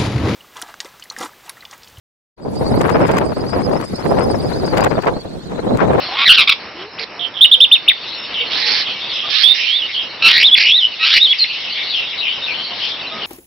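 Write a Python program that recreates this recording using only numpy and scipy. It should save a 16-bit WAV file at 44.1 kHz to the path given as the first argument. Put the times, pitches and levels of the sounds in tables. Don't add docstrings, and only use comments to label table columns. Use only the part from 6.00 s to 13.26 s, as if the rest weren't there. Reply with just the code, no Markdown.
import sys
import numpy as np
from scipy import signal
from scipy.fft import rfft, irfft
from scipy.io import wavfile
from scipy.ndimage import uniform_filter1d

SR = 44100
rng = np.random.default_rng(int(sys.argv[2]) if len(sys.argv) > 2 else 0)


def how_loud(loudness_db):
    steps = np.asarray(loudness_db, float) / 20
    return 10 ** steps


def to_wav(sig):
    pcm = np.clip(np.atleast_2d(sig), -1, 1) * 32767
    pcm = np.round(pcm).astype(np.int16)
    wavfile.write(sys.argv[1], SR, pcm.T)


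N = 320166

SNAP_S = 0.0025


def starling():
    song = growl() + chirps() + whistles() + trill() + rattle() + nasal() + rasp()
    early = how_loud(-12) * hall_echo(song, t60=0.13, delay=0.007)
    late = how_loud(-22) * hall_echo(song, t60=0.28, delay=0.02)
    return song + early + late


def growl():
    # start and length in seconds, first and last pitch in Hz, level in dB.
    lead_in = [
        (.085, 0.092, 689, 993, -26),
        (.17, 0.081, 1073, 1156, -12.5),
    ]
    notes = glides(lead_in, attack=0.7, release=0.08, in_db=-5, out_db=-6, bend=1.5)
    return syrinx(notes, jitter=0.03, shimmer_db=2.5, beat=0.4, tug=0.4, beat_hz=240, tilt_db=-10)


def chirps():
    return syrinx(arches(), jitter=0.012, shimmer_db=3, beat=0.18, tug=0.15, beat_hz=260, count=1, tilt_db=0)


def arches():
    # start in seconds, time to the fall in seconds, length in seconds,
    # pitch after the snap in Hz, end pitch in Hz.
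    chirp_rows = [
        (1.408, 0.038, .053, 2867, 2966),
        (1.513, 0.028, 0.042, 3230, 3085),
        (1.603, .04, .052, 3200, 2660),
        (1.713, 0.032, .058, 3255, 2445),
        (1.877, 0.019, 0.041, 2560, 1850),
    ]
    foot_hz, shoulder_hz, top_hz = 2380, 3507, 3700
    rise_s = 0.0096
    onset_db, fall_db, slide_db_per_khz = -16, -5.5, -18.5
    notes = []
    for k, (start, fall, length, shelf, end) in enumerate(chirp_rows):
        db = 1 - 0.34 * k
        tail_db = db + fall_db + slide_db_per_khz * (shelf - end) / 1000
        notes.append([
            (start, max(end, foot_hz), db + onset_db),
            (start + rise_s / 3, (end + shoulder_hz) / 2, db + fall_db),
            (start + rise_s, shoulder_hz, db),
            (start + fall - SNAP_S, top_hz, db),
            (start + fall + SNAP_S, shelf, (db + tail_db) / 2),
            (start + length, end, tail_db)])
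    return notes


def whistles():
    # start and length in seconds, start and crest pitch in Hz, level in dB.
    long_rows = [
        (3.68, 0.16, 3032, 3694, -17),
        (4.7, .125, 3184, 3934, -9),
    ]
    # start and length in seconds, start and crest pitch in Hz, level in dB.
    short_rows = [
        (4.43, .072, 2826, 3750, -5.5),
        (5.2, .08, 3500, 3804, -6),
    ]
    notes = (crests(long_rows, crest_at=0.6, halfway=0.35, spike=1.005)
             + crests(short_rows, crest_at=0.55, halfway=0.8, spike=1.12)
             + hooks())
    return syrinx(notes, jitter=0.008, shimmer_db=2.2, beat=0.12, tug=0.1, beat_hz=300, count=1, tilt_db=0)


def crests(rows, crest_at, halfway, spike):
    rest_hz, climb_db, sink_db = 2970, -5.5, -10
    notes = []
    for start, length, hz, top, db in rows:
        crest = start + crest_at * length
        notes.append([
            (start, hz, db + climb_db),
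            (start + crest_at * length / 2, hz + halfway * (top - hz), db),
            (crest - SNAP_S, top, db),
            (crest, top * spike, db + sink_db),
            (crest + SNAP_S, top, db),
            (start + length, rest_hz, db + sink_db)])
    return notes


def hooks():
    # start and length in seconds, first and last pitch in Hz, level in dB.
    hook_rows = [
        (4.51, 0.039, 3192, 3435, -2),
        (5.281, 0.046, 3030, 3390, -8),
        (5.384, 0.055, 4950, 4145, -8),
    ]
    settle, swell_db = 0.28, -12
    flick_s, flick_hz, flick_db = 0.0075, 2007, -12
    rebound_s, rebound_hz = 0.022, 2900
    notes = []
    for start, length, hz0, hz1, db in hook_rows:
        end = start + length
        notes.append([
            (start, hz0, db + swell_db),
            (start + settle * length, hz1 + 0.12 * (hz0 - hz1), db + swell_db / 2),
            (end, hz1, db),
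            (end + flick_s, flick_hz, db + flick_db),
            (end + flick_s + rebound_s, rebound_hz, db + 2 * flick_db)])
    return notes


def trill():
    # start and length in seconds, first and last pitch in Hz, level in dB.
    tail_rows = [
        (3.82, 0.055, 3090, 2890, -18.5),
        (4.825, .05, 3096, 2936, -10),
    ]
    # start and length in seconds, first and last pitch in Hz, level in dB.
    flat_rows = [
        (3.435, .1, 3180, 3673, -9.5),
    ]
    notes = glides(tail_rows, attack=0.3, release=0.4, in_db=-0.5, out_db=-10.5, bend=0.2)
    notes = notes + glides(flat_rows, attack=0.26, release=0.052, in_db=3.5, out_db=-14, bend=0.44)
    return syrinx(notes, jitter=0.015, shimmer_db=2.2, beat=0.5, tug=0.15, beat_hz=115, count=1, tilt_db=0)


def rattle():
    # start and length in seconds, first and last pitch in Hz, level in dB.
    bursts = [
        (.252, 0.028, 1886, 1990, -7.5),
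        (.274, 0.018, 2136, 1639, -3.5),
        (.29, 0.037, 1543, 1435, 5.5),
        (.365, 0.077, 1587, 1080, -5.5),
        (.472, .016, 1160, 1122, -7),
        (.492, .012, 1290, 1168, 0),
        (.506, 0.033, 1140, 1114, -13.5),
    ]
    notes = ratchet(glides(bursts, attack=0.24, release=0.5, in_db=-13, out_db=-10.5, bend=0.45), depth=-0.13)
    return syrinx(notes, jitter=0.022, shimmer_db=2.8, beat=0.4, tug=0.35, beat_hz=190, tilt_db=-4.5)


def nasal():
    # start and length in seconds, first and last pitch in Hz, level in dB.
    leads = [
        (0, 0.046, 604, 577, -32),
        (.75, .1, 996, 1010, -35.5),
        (4.222, 0.069, 1318, 1361, -3),
        (4.995, 0.07, 1257, 1354, -12.5),
    ]
    notes = glides(leads, attack=0.54, release=0.15, in_db=-13.5, out_db=-18, bend=1)
    return syrinx(notes, jitter=0.016, shimmer_db=2.5, beat=0.3, tug=0.22, beat_hz=220, tilt_db=-4.5)


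def rasp():
    # start and length in seconds, first and last pitch in Hz, level in dB.
    rasp_rows = [
        (.33, .03, 1550, 1493, -8),
        (.988, 0.055, 2190, 1831, -24.5),
        (4.275, 0.055, 1245, 1582, -7),
        (4.32, .115, 1730, 2550, -10.5),
        (4.558, 0.16, 2040, 2900, -11.5),
        (5.045, 0.079, 1250, 1503, -13),
        (5.12, 0.066, 1700, 2498, -9.5),
    ]
    notes = ratchet(glides(rasp_rows, attack=0.13, release=0.12, in_db=-7.5, out_db=0.5, bend=1.8), depth=0.22)
    return syrinx(notes, jitter=0.03, shimmer_db=3.2, beat=0.55, tug=0.6, beat_hz=310, tilt_db=-3.5)


def glides(rows, attack, release, in_db, out_db, bend):
    u = np.linspace(0, 1, num=24)
    shape_db = in_db * np.clip(1 - u / attack, 0, 1) + out_db * np.clip(1 - (1 - u) / release, 0, 1)
    return [np.column_stack([start + u * length, hz0 + (hz1 - hz0) * u ** bend, db + shape_db])
            for start, length, hz0, hz1, db in rows]


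def ratchet(notes, depth):
    step_s, stroke_hz = 0.0005, 58
    out = []
    for note in notes:
        s = np.arange(note[0, 0], note[-1, 0], step_s)
        uneven = how_loud(uniform_filter1d(18 * rng.standard_normal(len(s)), size=30))
        stroke = np.cumsum(stroke_hz * step_s * uneven) % 1
        hz = np.interp(s, note[:, 0], note[:, 1]) * (1 + depth * (stroke - 0.5))
        out.append(np.column_stack([s, hz, np.interp(s, note[:, 0], note[:, 2])]))
    return out


def syrinx(notes, jitter, shimmer_db, beat, tug, beat_hz, tilt_db, count=8):
    # frequency in Hz, gain in dB.
    throat = [(500, 6), (1200, -13), (2000, -0.5), (3000, 12.5), (4000, 7), (5500, -4), (7000, -32)]
    # time in seconds, left minus right in dB.
    bearing = [(0.0, -1.5), (0.71, -1), (1.21, -10), (2.2, 4.5), (2.61, -7.5), (3.13, 1), (3.35, -16.5),
               (3.98, -2), (5.42, -0.5), (5.64, 3), (7.26, 5)]
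    t = np.arange(N) / SR
    hz, gain = np.full(N, 3000.0), np.zeros(N)
    for note in notes:
        s, *columns = np.transpose(note)
        on = slice(int(s[0] * SR), int(s[-1] * SR))
        hz[on], db = (np.interp(t[on], s, column) for column in columns)
        gain[on] = how_loud(db)
    hz, gain = uniform_filter1d(hz, size=40), uniform_filter1d(gain, size=90)

    other = np.exp(2j * np.pi * np.cumsum(beat_hz * (1 + 0.23 * flutter(50))) / SR)
    phase = 2 * np.pi * np.cumsum(hz * (1 + jitter * flutter(170))) / SR + tug * other.imag
    shake = how_loud(shimmer_db * flutter(130)) / (1 - beat * other)

    tone, power = 0, 0
    for k in range(1, count + 1):
        weight = how_loud(on_log(throat, k * hz) + tilt_db * np.log2(k)) * (k * hz < 8000)
        tone = tone + weight * np.exp(1j * (k * phase + k * k))
        power = power + weight ** 2 / 2
    tone /= np.sqrt(power)
    voice = np.imag(tone * shake) / np.sqrt(np.mean(abs(shake) ** 2)) * gain
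    pan_db = np.interp(t, *np.transpose(bearing))
    return voice * how_loud(np.array([pan_db, -pan_db]) / 2)


def hall_echo(x, t60, delay):
    t = np.arange(SR // 2) / SR
    tail = rng.standard_normal((2, len(t))) * how_loud(-60 * t / t60) * np.clip(t / delay, 0, 1)
    tail /= np.sqrt((tail ** 2).sum(axis=1, keepdims=True))
    return signal.fftconvolve(x, tail, axes=1)[:, :N]


def neighbours():
    # start and length in seconds, first and last pitch in Hz, level in dB.
    warble_rows = [(1.193, .085, 3283, 3135, -13), (1.34, .06, 3488, 3037, -16.5),
                   (2.05, .15, 3423, 3930, -20.5), (2.33, .15, 3000, 2792, -14.5),
                   (2.84, 0.12, 3330, 3057, -16), (3.09, 0.22, 3497, 3085, -15.5),
                   (3.93, .14, 3200, 2933, -12.5), (5.48, 0.29, 3200, 3174, -22),
                   (5.72, .17, 3167, 3660, -15.5), (5.9, .2, 3500, 3061, -18), (6.11, .07, 2900, 2217, -20),
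                   (6.21, 0.17, 2680, 3177, -12), (6.48, 0.22, 2700, 3290, -18),
                   (6.69, 0.073, 3250, 2826, -21), (6.78, 0.17, 3122, 3350, -15),
                   (7.08, .07, 2956, 2900, -37), (7.17, .09, 3400, 2940, -22.5)]
    # start and length in seconds, first and last pitch in Hz, level in dB.
    drop_rows = [
        (2.33, .04, 4190, 2746, -33),
        (2.36, .12, 2700, 2900, -39.5),
        (3.09, .11, 3700, 2880, -34.5),
        (5.77, .07, 2300, 2108, -36),
        (5.9, .1, 3900, 2544, -26),
        (6.175, .045, 3800, 3933, -30),
        (6.22, .07, 2900, 2390, -30.5),
        (6.42, .05, 3690, 3630, -26.5),
        (6.465, .065, 2750, 2260, -28),
    ]
    # start and length in seconds, first and last pitch in Hz, level in dB.
    rasp_rows = [
        (2.5, .1, 1262, 1950, -10),
        (2.59, .24, 1946, 1847, -7.5),
        (3.3, 0.15, 1298, 2108, -10),
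        (3.54, 0.18, 2147, 2900, -13),
        (6.73, 0.18, 1664, 2133, -19.5),
    ]
    phrases = glides(warble_rows, attack=0.21, release=0.44, in_db=-8, out_db=-10.5, bend=0.8)
    drops = glides(drop_rows, attack=0.35, release=0.13, in_db=-5.5, out_db=-3, bend=1)
    scrapes = glides(rasp_rows, attack=0.3, release=0.15, in_db=-6, out_db=-3, bend=1.2)
    warble = syrinx(phrases, jitter=0.045, shimmer_db=4.5, beat=0.3, tug=0.9, beat_hz=170, count=1, tilt_db=0)
    falls = syrinx(drops, jitter=0.022, shimmer_db=4, beat=0.25, tug=0.35, beat_hz=170, count=1, tilt_db=0)
    far_rasp = syrinx(scrapes, jitter=0.06, shimmer_db=2.4, beat=0.65, tug=0.9, beat_hz=290, tilt_db=-2.5)
    song = how_loud(-0.5) * warble + how_loud(15.5) * falls + far_rasp
    return how_loud(-10.5) * song + how_loud(-12) * hall_echo(song, t60=0.1, delay=0.01)


def faint_calls():
    # start and length in seconds, first and last pitch in Hz, level in dB.
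    coos = [(.74, .16, 310, 450, -39), (1.0, .05, 455, 445, -38), (1.18, .09, 710, 690, -41),
            (1.56, .1, 520, 480, -41), (2.4, .05, 480, 480, -35), (2.58, .2, 880, 820, -39),
            (2.63, .07, 485, 470, -40), (6.68, .1, 700, 710, -41), (7.11, .1, 1250, 1260, -36),
            (7.11, .07, 640, 670, -37), (7.14, .05, 220, 222, -39), (6.32, .28, 1530, 1530, -46)]
    # start and length in seconds, first and last pitch in Hz, level in dB.
    pips = [(.978, .027, 1900, 5300, -30), (1.6, .012, 5000, 5500, -27), (0, .1, 5400, 5350, -38),
            (2.14, .16, 5420, 5300, -35), (2.46, .04, 4250, 4250, -35), (2.4, .05, 2300, 2200, -31),
            (2.94, .05, 2300, 2280, -34), (7.065, .025, 4050, 3950, -25), (7.01, .05, 4500, 4500, -37),
            (3.33, .05, 3950, 3950, -25), (7.235, .02, 2850, 2850, -27), (.91, .05, 5250, 5200, -42)]
    # start and length in
    # seconds, first and last pitch in Hz, level in dB.
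    held = [(4.76, .04, 1960, 1930, -32), (4.995, .045, 1900, 1900, -31), (4.31, .1, 1900, 1910, -22),
            (4.645, .055, 2850, 3000, -16), (5.135, .065, 2900, 2920, -15), (4.87, .07, 3000, 2950, -30),
            (3.225, .05, 1183, 1225, -31)]
    out = np.zeros(N)
    for start, length, hz0, hz1, db in coos + pips + held:
        on = slice(int(start * SR), int((start + length) * SR))
        u = np.linspace(0, 1, len(out[on]))
        swell = np.sqrt(2 * np.sin(np.pi * u))
        phase = 2 * np.pi * np.cumsum(hz0 + (hz1 - hz0) * u) / SR
        out[on] += how_loud(db) * swell * np.sin(phase)
    return out * how_loud(2.5 * flutter(60))


def hall():
    # frequency in Hz, level in dB per Hz.
    rustle_spectrum = [(24, -44.5), (40, -11), (172, -5), (367, -3), (469, -2), (1090, -2), (1420, -4.5),
                       (2520, -4.5), (3100, -19.5), (3580, -26), (5390, -6), (7010, -35.5), (11900, -120)]
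    # time in seconds, rustle level in dB.
    ducking = [(0.0, -36), (0.5, -41.5), (1.3, -40.5), (1.8, -44.5), (2.42, -37.5), (3.25, -39.5),
               (3.7, -47), (4.25, -38.5), (4.75, -48.5), (5.4, -45.5), (5.8, -42.5), (7.26, -37.5)]
    # time in seconds, level in dB.
    flock_db = [(0, -20), (.6, -31.5), (1.3, -38.5), (2.0, -25), (3.7, -15), (4.15, -26), (5.6, -17.5),
                (7.26, -23.5)]
    t = np.arange(N) / SR
    rustle_db = np.interp(t, *np.transpose(ducking)) + 4.5 + 1.9 * flutter(7)
    rustle = coloured(rustle_spectrum) * how_loud(rustle_db)
    return rustle + flock() * how_loud(np.interp(t, *np.transpose(flock_db)))


def flock():
    # frequency in Hz, level in dB per Hz.
    chorus_spectrum = [(1500, -33), (2200, -6), (3200, -3), (4000, -1.5), (5000, -8), (5600, -18)]
    edges_hz = [1200, 2400, 3100, 3900, 4800, 6400]
    blur = coloured(chorus_spectrum)
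    out = np.zeros((2, N))
    for edges in zip(edges_hz, edges_hz[1:]):
        register = signal.sosfilt(signal.butter(2, edges, "band", fs=SR, output="sos"), blur)
        out += register * how_loud(2.3 * flutter(9))
    return out


def coloured(spectrum):
    # frequency in Hz, left-right coherence from 0 to 1.
    likeness = [(60, 0.38), (110, 1), (210, 0.98), (400, 0.94), (750, 0.76), (1400, 0.73), (2630, 0.58),
                (4940, 0.33)]
    hz = np.arange(N // 2 + 1) * SR / N
    alike = np.sqrt(np.clip(on_log(likeness, hz), 0, 1))
    mid, side = rfft(rng.standard_normal((2, N)))
    ears = mid * np.sqrt(1 + alike) + side * np.sqrt(1 - alike) * np.array([[1], [-1]])
    x = irfft(ears * how_loud(on_log(spectrum, hz)), N)
    return x / x.std()


def flutter(rate_hz):
    x = signal.sosfilt(signal.butter(2, rate_hz, fs=SR, output="sos"), rng.standard_normal(N))
    return x / x.std()


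def on_log(table, hz):
    f, v = np.transpose(table)
    return np.interp(np.log(np.maximum(hz, 1)), np.log(f), v)


def scene():
    return starling() + neighbours() + faint_calls() + hall()


def low_pass(x):
    return signal.sosfilt(signal.butter(12, 6350, fs=SR, output="sos"), x)


def record(dry):
    rounded = 1.3 * np.tanh(dry / 1.3)
    skirt = signal.sosfilt(signal.ellip(8, 0.2, 70, 6250, fs=SR, output="sos"), rounded)
    band = signal.sosfilt(signal.ellip(10, 0.2, 80, 5560, fs=SR, output="sos"), rounded)
    steady = signal.sosfilt(signal.butter(1, 45, "high", fs=SR, output="sos"), band + how_loud(-17) * skirt)
    boosted = how_loud(0.4) * steady
    return low_pass(np.clip(boosted, -1, 1))


dry = scene()
out = record(dry)
to_wav(out)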